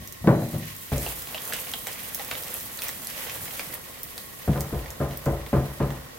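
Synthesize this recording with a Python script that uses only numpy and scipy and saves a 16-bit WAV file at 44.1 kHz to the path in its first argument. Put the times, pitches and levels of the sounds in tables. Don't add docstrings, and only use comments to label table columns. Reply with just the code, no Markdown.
import sys
import numpy as np
from scipy import signal
from scipy.fft import rfft, irfft, next_fast_len
from scipy.io import wavfile

SR = 44100
rng = np.random.default_rng(int(sys.argv[2]) if len(sys.argv) > 2 else 0)


def dump(signal):
    limited = np.clip(np.atleast_2d(signal).T, -1, 1)
    pcm = np.round(limited * 32767).astype(np.int16)
    wavfile.write(sys.argv[1], SR, pcm)


N = 272832

# start_s, smack_db, plop_db, pitch_hz, smack_t60_s, spray_db
AIR_POCKETS = [(1.064, -32.5, -27.5, 2930, 0.04, -52), (1.346, -31, -31.5, 2750, 0.071, -65),
               (1.379, -34, -52, 3100, .03, -62), (1.524, -29, -50, 1820, 0.073, -50),
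               (1.535, -29.5, -33, 2800, 0.2, -34.5), (1.737, -26.5, -37.5, 3020, 0.022, -41.5),
               (1.87, -32, -33, 1994, .035, -37), (2.196, -35, -31, 1900, .02, -52),
               (2.313, -27.5, -30.5, 2130, 0.019, -44), (2.353, -34.5, -39, 3220, 0.03, -52),
               (2.79, -35, -48, 3820, .027, -51), (2.82, -32.5, -48, 2600, .035, -36),
               (2.891, -33.5, -35.5, 1960, 0.019, -41), (3.297, -33, -43, 2617, .08, -47),
               (3.595, -30, -33, 2250, 0.015, -41), (4.179, -36, -46, 3920, 0.031, -41.5),
               (5.905, -38.5, -31, 1904, 0.029, -53)]


def foam(gas_db, depth):
    # frequency_hz, level_db
    fizz_spectrum = [(3000, -5), (5500, -8), (8000, -3), (11000, 0), (13500, 3), (16000, -1)]
    # frequency_hz, level_db
    crackle_spectrum = [(900, -9.5), (1500, -3), (2000, 2), (3200, -2), (4300, -6.5), (6500, -7.5),
                        (10000, -38)]
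    fizz_db = gas_db + 4 + 3 * depth
    crackle_db = -48 + 0.93 * (gas_db - gas_db.mean()) + 2 * depth
    fizz = bubbles(per_s=2700, spread_db=3.5, clump_db=2.0, t60_cycles=2.1, low_hz=4860, high_hz=16000)
    crackle = bubbles(per_s=1700, spread_db=6.0, clump_db=2.5, t60_cycles=7.5, low_hz=1190, high_hz=7700)
    return (from_db(fizz_db) * diffused(fizz, fizz_spectrum, wet_db=7.5, t60=0.11)
            + from_db(crackle_db) * diffused(crackle, crackle_spectrum, wet_db=9.5, t60=0.34))


def bubbles(per_s, spread_db, clump_db, t60_cycles, low_hz, high_hz):
    born = rng.random(N) < per_s * from_db(clump_db * drift(40)) / SR
    strength = from_db(spread_db * np.minimum(rng.exponential(1, N), 5))
    clicks = born * strength * rng.choice([-1, 1], N)
    size_of, out = rng.integers(0, 20, N), 0
    for size, hz in enumerate(np.geomspace(low_hz, high_hz, 20)):
        radius, angle = fade(hz / SR, t60_cycles), 2 * np.pi * hz / SR
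        drive = np.sqrt(hz * (1 - radius ** 2)) * np.array([1, 0, -1])
        feedback = [1, -2 * radius * np.cos(angle), radius ** 2]
        out = out + signal.lfilter(drive, feedback, clicks * (size_of == size) + 1e-18)
    return out


def sweep_depth(lag_s):
    # middle_s, length_s, depth_fraction
    sweeps = [(1.081, 0.23, .4), (1.211, 0.13, 0.3), (1.533, 0.22, 1.0), (1.868, 0.063, .6),
              (2.177, .1, 0.8), (2.35, 0.17, 0.7), (2.52, 0.12, 1), (2.87, 0.094, 1), (3.29, 0.27, 1),
              (3.554, 0.16, 0.8), (4.183, 0.089, 0.51), (4.56, 0.11, 0.3)]
    t = np.arange(N) / SR - lag_s
    return sum(depth * np.exp(-(2 * (t - middle_s) / length_s) ** 2)
               for middle_s, length_s, depth in sweeps)


def squelches(drag_db):
    lesser = [(start_s, -43 + db, -42 + db, 2388 * ratio, 0.031)
              for start_s, db, ratio in random_events(11, drag_db, spread_db=9.5, octaves=0.92)]
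    out, t = np.zeros((2, N)), np.arange(SR // 10) / SR
    for start_s, smack_db, plop_db, hz, smack_t60_s, *_ in [*AIR_POCKETS, *lesser]:
        tear = burst(t, smack_t60_s, click_db=1)
        smack = unit_onset(band(tear, hz / 1.15, hz * 1.15) + 0.6 * band(tear, 1300, 4000), 0.007)
        plop = unit_onset(band(burst(t, t60=0.068, click_db=-5), 436, 950), 0.0068)
        sound = from_db(smack_db + 0.5) * smack + from_db(plop_db - 3) * plop
        add(out, start_s, reverberate(sound, room_db=-4, bowl_db=-6))
    return out


def pops(gas_db):
    # start_s, ring_db, snap_db, pitch_hz
    large = [(.7645, -42, -50, 14700), (.981, -46, -37, 14600), (1.2218, -37, -43, 15200),
             (1.453, -39, -46, 12100), (1.4768, -37, -45, 11100), (2.147, -30, -36.5, 13100),
             (2.5414, -31.5, -45, 11800), (2.836, -33, -49, 13800), (2.8836, -34, -36.5, 14600),
             (3.071, -35.5, -39, 9900), (3.7407, -35.5, -51, 11900), (4.0325, -32.5, -48.5, 14500),
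             (4.6074, -33, -35.5, 14900), (5.1732, -34.5, -47, 14900), (5.2579, -44, -43.5, 13700)]
    pop_hz = 12800
    spray = [(start_s, db, db + 0.5, pop_hz) for start_s, *_, db in AIR_POCKETS]
    lesser = [(start_s, -42 + db, -43.5 + db, pop_hz * ratio)
              for start_s, db, ratio in random_events(8.4, gas_db, spread_db=1, octaves=0.46)]
    out, t = np.zeros((2, N)), np.arange(SR // 20) / SR
    for start_s, ring_db, snap_db, hz in [*large, *spray, *lesser]:
        snap = unit_onset(band(burst(t, t60=0.0065, click_db=0), 4800, 10000), 0.006)
        ring = unit_onset(band(burst(t, t60=0.0065, click_db=2), hz / 1.22, hz * 1.22), 0.006)
        sound = from_db(snap_db + 5) * snap + from_db(ring_db + 5.5) * ring
        add(out, start_s, reverberate(sound, room_db=-6, bowl_db=-2))
    return out


def slosh(drag_db, fold_db):
    # frequency_hz, level_db
    gurgle_spectrum = [(200, -11), (380, -4), (510, 6), (680, 0.5), (1200, -0.5), (2200, -9)]
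    # frequency_hz, level_db
    fold_spectrum = [(45, -22), (100, 2.5), (150, -0.5), (240, 0), (400, -10.5), (700, -23)]
    gurgles = bubbles(per_s=1000, spread_db=2.0, clump_db=4.0, t60_cycles=8.4, low_hz=308, high_hz=2050)
    reflections = band(coloured(rng.standard_normal(N), gurgle_spectrum), 270, 3000)
    folds = bubbles(per_s=360, spread_db=1.5, clump_db=3.5, t60_cycles=8.1, low_hz=56, high_hz=457)
    return (from_db(drag_db - 1.5) * (coloured(gurgles, gurgle_spectrum) + 1.14 * antiphase(reflections))
            + from_db(fold_db - 6) * coloured(folds, fold_spectrum))


def bowl_knocks():
    # start_s, boom_db, body_db, brightness_db_per_register, thump_db
    knocks = [(.919, -26, -24, -6, 5.5), (4.478, -24, -22.5, -5.5, 6), (4.558, -34, -29.5, -0.6, 5),
              (4.726, -31, -28.5, -3, 3.5), (5.001, -34.5, -25, -1.5, -4), (5.262, -30, -21.5, -3, 0),
              (5.530, -28, -19, -2.5, 1), (5.802, -32, -23, -2, -2)]
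    # pitch_hz, level_db
    bowl_modes = [(57.0, 15), (65.0, 8.5), (74.0, 9), (135.0, 2.5), (148.0, -3.5), (198.0, -21),
                  (211.0, -17.5), (244.0, -13.5), (264.0, -14), (334.0, -1.5), (395.0, -9), (429.0, -7),
                  (448.0, -5), (473.0, -27), (539.0, -35), (554.0, -4.5), (579.0, -4.5), (598.0, -18),
                  (643.0, -13.5), (694.0, -10.5), (727.0, -11.5), (789.0, -14.5), (931.0, -17),
                  (974.0, -17), (1026.0, -6.5), (1036.0, -30), (1047.0, -38), (1217.0, -10)]
    return blows(knocks, bowl_modes, thump_t60=0.097, swell_s=0.0051, gain_db=-1.1, lag_samples=3.0)


def worktop_thuds():
    # start_s, boom_db, body_db, brightness_db_per_register, thump_db
    thuds = [(0.0, -40.5, -41, -9, 7), (.211, -37, -46, -14, -5), (.243, -49, -23, -9, 3.5),
             (.274, -28, -11.5, -3, 6), (.42, -44, -23, -9.5, 9), (.532, -33.5, -26.5, -7.5, 0),
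             (4.494, -38, -17, -20, 13.5)]
    # pitch_hz, level_db
    worktop_modes = [(76, -2), (89, -4), (101, 14), (119, 1), (134, 2.5), (148, 5.5), (167, 6.5),
                     (181, -0.5), (208, 1), (234, 5), (320, 6.5), (367, -4), (381, -12), (475, -9),
                     (539, -0.5), (568, 1), (600, 0), (620, -16), (666, -3), (768, -4.5), (1005, -19),
                     (1140, -16), (1236, -27), (1490, -22), (1940, -27)]
    return blows(thuds, worktop_modes, thump_t60=0.14, swell_s=0.0093, gain_db=-2.1, lag_samples=3.7)


def blows(strikes, modes, thump_t60, swell_s, gain_db, lag_samples):
    # low_hz, high_hz, t60_s, dense_db, side_db
    registers = [(52.6, 89.5, 0.71, -4.5, -25), (109, 226, 0.46, -5, -28), (311, 696, 0.45, -1, -10),
                 (850, 1620, 0.38, -0.5, -7)]
    out, t = np.zeros((2, N)), np.arange(SR) / SR
    hz, mode_db = np.transpose(modes)
    signs = (-1) ** np.arange(len(hz))
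    tones = (signs * from_db(mode_db))[:, None] * np.sin(2 * np.pi * hz[:, None] * t)
    register_of = np.searchsorted([row[0] for row in registers[1:]], hz)
    for start_s, boom_db, body_db, bright_db, thump_db in strikes:
        levels_db = boom_db, body_db, body_db + bright_db, body_db + 2 * bright_db - 8
        strengths = from_db(rng.normal(0, 1.5, len(hz)))
        for k, (low_hz, high_hz, t60_s, dense_db, side_db) in enumerate(registers):
            envelope = fade(t, t60_s) * (1 - np.exp(-t / swell_s))
            dense, side = unit_rms(band(rng.standard_normal((2, len(t))), low_hz, high_hz))
            ring = unit_rms((strengths * (register_of == k)) @ tones) + from_db(dense_db) * dense
            thump = band(burst(t, thump_t60, click_db=7.5 - 6 * k), low_hz, high_hz)
            mid = unit_onset(ring * envelope, 0.11) + from_db(thump_db) * unit_onset(thump, 0.0135)
            width = from_db(side_db) * antiphase(unit_onset(side * envelope, 0.056))
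            stereo = spaced(mid, lag_samples) + width
            add(out, start_s, from_db(levels_db[k] + gain_db) * unit_onset(stereo, 0.029))
    return out


def wires(start_s, rise_s, t60):
    # pitch_hz, level_db
    wire_modes = [(4050, -56.5), (6650, -58)]
    t = np.maximum(np.arange(N) / SR - start_s, 0)
    tones = sum(from_db(db) * unit_rms(band(rng.standard_normal((2, N)), hz - 70, hz + 70))
                for hz, db in wire_modes)
    envelope = (1 - np.exp(-t / rise_s)) * fade(t, t60)
    return tones * envelope / envelope.max()


def diffused(x, spectrum, wet_db, t60):
    retained = fade(1 / SR, t60) ** 2
    power = signal.lfilter([1 - retained], [1, -retained], x ** 2 + 1e-18)
    wash = np.sqrt(power) * rng.standard_normal((2, N))
    wet = from_db(wet_db)
    return (coloured(x, spectrum) + wet * coloured(wash, spectrum)) / np.sqrt(1 + wet ** 2)


def reverberate(x, room_db, bowl_db):
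    t = np.arange(SR // 3) / SR
    inside, tail = rng.standard_normal((2, 2, len(t)))
    inside *= fade(t, t60=0.098) * (t > 0.0004)
    tail *= fade(t, t60=0.33) * (t > 0.004)
    response = (from_db(bowl_db) * unit_rms(inside) + from_db(room_db) * unit_rms(tail)) / np.sqrt(len(t))
    response[:, 0] += 1
    return signal.fftconvolve(x[None], response / np.sqrt(np.sum(response ** 2) / 2), axes=1)


def room_tone(level_db):
    # frequency_hz, level_db
    room_spectrum = [(25, 5.5), (70, 8), (200, 4.5), (350, 0), (800, -5.5), (1800, -11), (3500, -9.5),
                     (9000, -15)]
    # pitch_hz, width_hz, level_db
    whirrs = [(1087, 63, -57.5), (1900, 166, -55.5)]
    mid, side, hiss = rng.standard_normal((3, N))
    out = from_db(level_db) * coloured(mid + 1.33 * antiphase(band(side, 200, 12300)), room_spectrum)
    wide_hiss = hiss + 1.04 * antiphase(side)
    for hz, width_hz, db in whirrs:
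        out += from_db(db) * unit_rms(band(wide_hiss, hz - width_hz / 2, hz + width_hz / 2))
    return out


def random_events(peak_per_s, activity_db, spread_db, octaves):
    when, luck, size, pitch = rng.random((128, 4)).T
    per_s = peak_per_s * from_db(activity_db - activity_db.max())[(when * N).astype(int)] ** 2
    events = np.transpose([when * N / SR, spread_db * (size - 0.5), 2 ** (octaves * (pitch - 0.5))])
    return events[luck < per_s * N / SR / len(when)]


def burst(t, t60, click_db):
    rustle = rng.standard_normal(len(t)) * fade(t, t60)
    return rustle / np.linalg.norm(rustle) + from_db(click_db) * (t == 0)


def drift(per_s):
    knots = rng.standard_normal(1024)
    return unit_rms(np.interp(np.arange(N) / SR * per_s, np.arange(len(knots)), knots))


def band(x, low_hz, high_hz):
    return signal.sosfilt(signal.butter(2, [low_hz, high_hz], "band", fs=SR, output="sos"), x + 1e-18)


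def coloured(x, spectrum):
    hz, db = np.transpose(spectrum)
    size = next_fast_len(N)
    log_hz = np.log(np.fft.rfftfreq(size, 1 / SR) + 1)
    gain = from_db(np.interp(log_hz, np.log(hz), db, left=-60))
    return unit_rms(irfft(rfft(x, size) * gain, size)[..., :N])


def panned(x, left_db):
    return x * from_db(np.array([[left_db], [-left_db]]) / 2)


def spaced(x, lag_samples):
    n = np.arange(len(x))
    return np.array([np.interp(n - side * lag_samples / 2, n, x, left=0, right=0) for side in (-1, 1)])


def antiphase(x):
    return x * [[1], [-1]]


def from_db(db):
    return 10 ** (np.asarray(db) / 20)


def fade(t, t60):
    return from_db(-60 * t / t60)


def unit_rms(x):
    return x / np.sqrt(np.mean(x ** 2) + 1e-20)


def unit_onset(x, seconds):
    return x / np.sqrt(np.mean(x[..., :int(seconds * SR)] ** 2) + 1e-20)


def curve(points):
    return np.interp(np.arange(N) / SR, *np.transpose(points))


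def add(out, start_s, sound):
    start = round(start_s * SR)
    out[..., start:start + sound.shape[-1]] += sound[..., :N - start]


def scene():
    # time_s, level_db
    gas_flow = [(0, -51.5), (.3, -51.5), (.48, -46), (.91, -45.5), (.925, -38.5), (1.33, -42), (3.75, -42),
                (3.79, -48.5), (4.5, -46), (4.85, -49.5), (5.95, -51), (6.19, -55.5)]
    # time_s, level_db
    stirring = [(.88, -78), (.95, -48.5), (3.75, -49), (4.3, -56), (4.6, -46), (6.19, -48.5)]
    impacts = worktop_thuds() + bowl_knocks()
    room = room_tone(level_db=-46.5)
    gas_db, stir_db, depth = curve(gas_flow), curve(stirring), sweep_depth(lag_s=0)
    drag_db = stir_db + 5.5 * depth
    fold_db = stir_db + 5.5 * sweep_depth(lag_s=0.12)
    bowl = foam(gas_db, depth) + slosh(drag_db, fold_db) + wires(start_s=0.3, rise_s=0.25, t60=0.77)
    bowl += squelches(drag_db) + pops(gas_db)
    return panned(bowl, left_db=-2.0) + panned(impacts, left_db=1.3) + room


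def record(dry):
    return signal.sosfilt(signal.ellip(12, 0.2, 80, 16000, fs=SR, output="sos"), dry)


dry = scene()
out = record(dry)
dump(out)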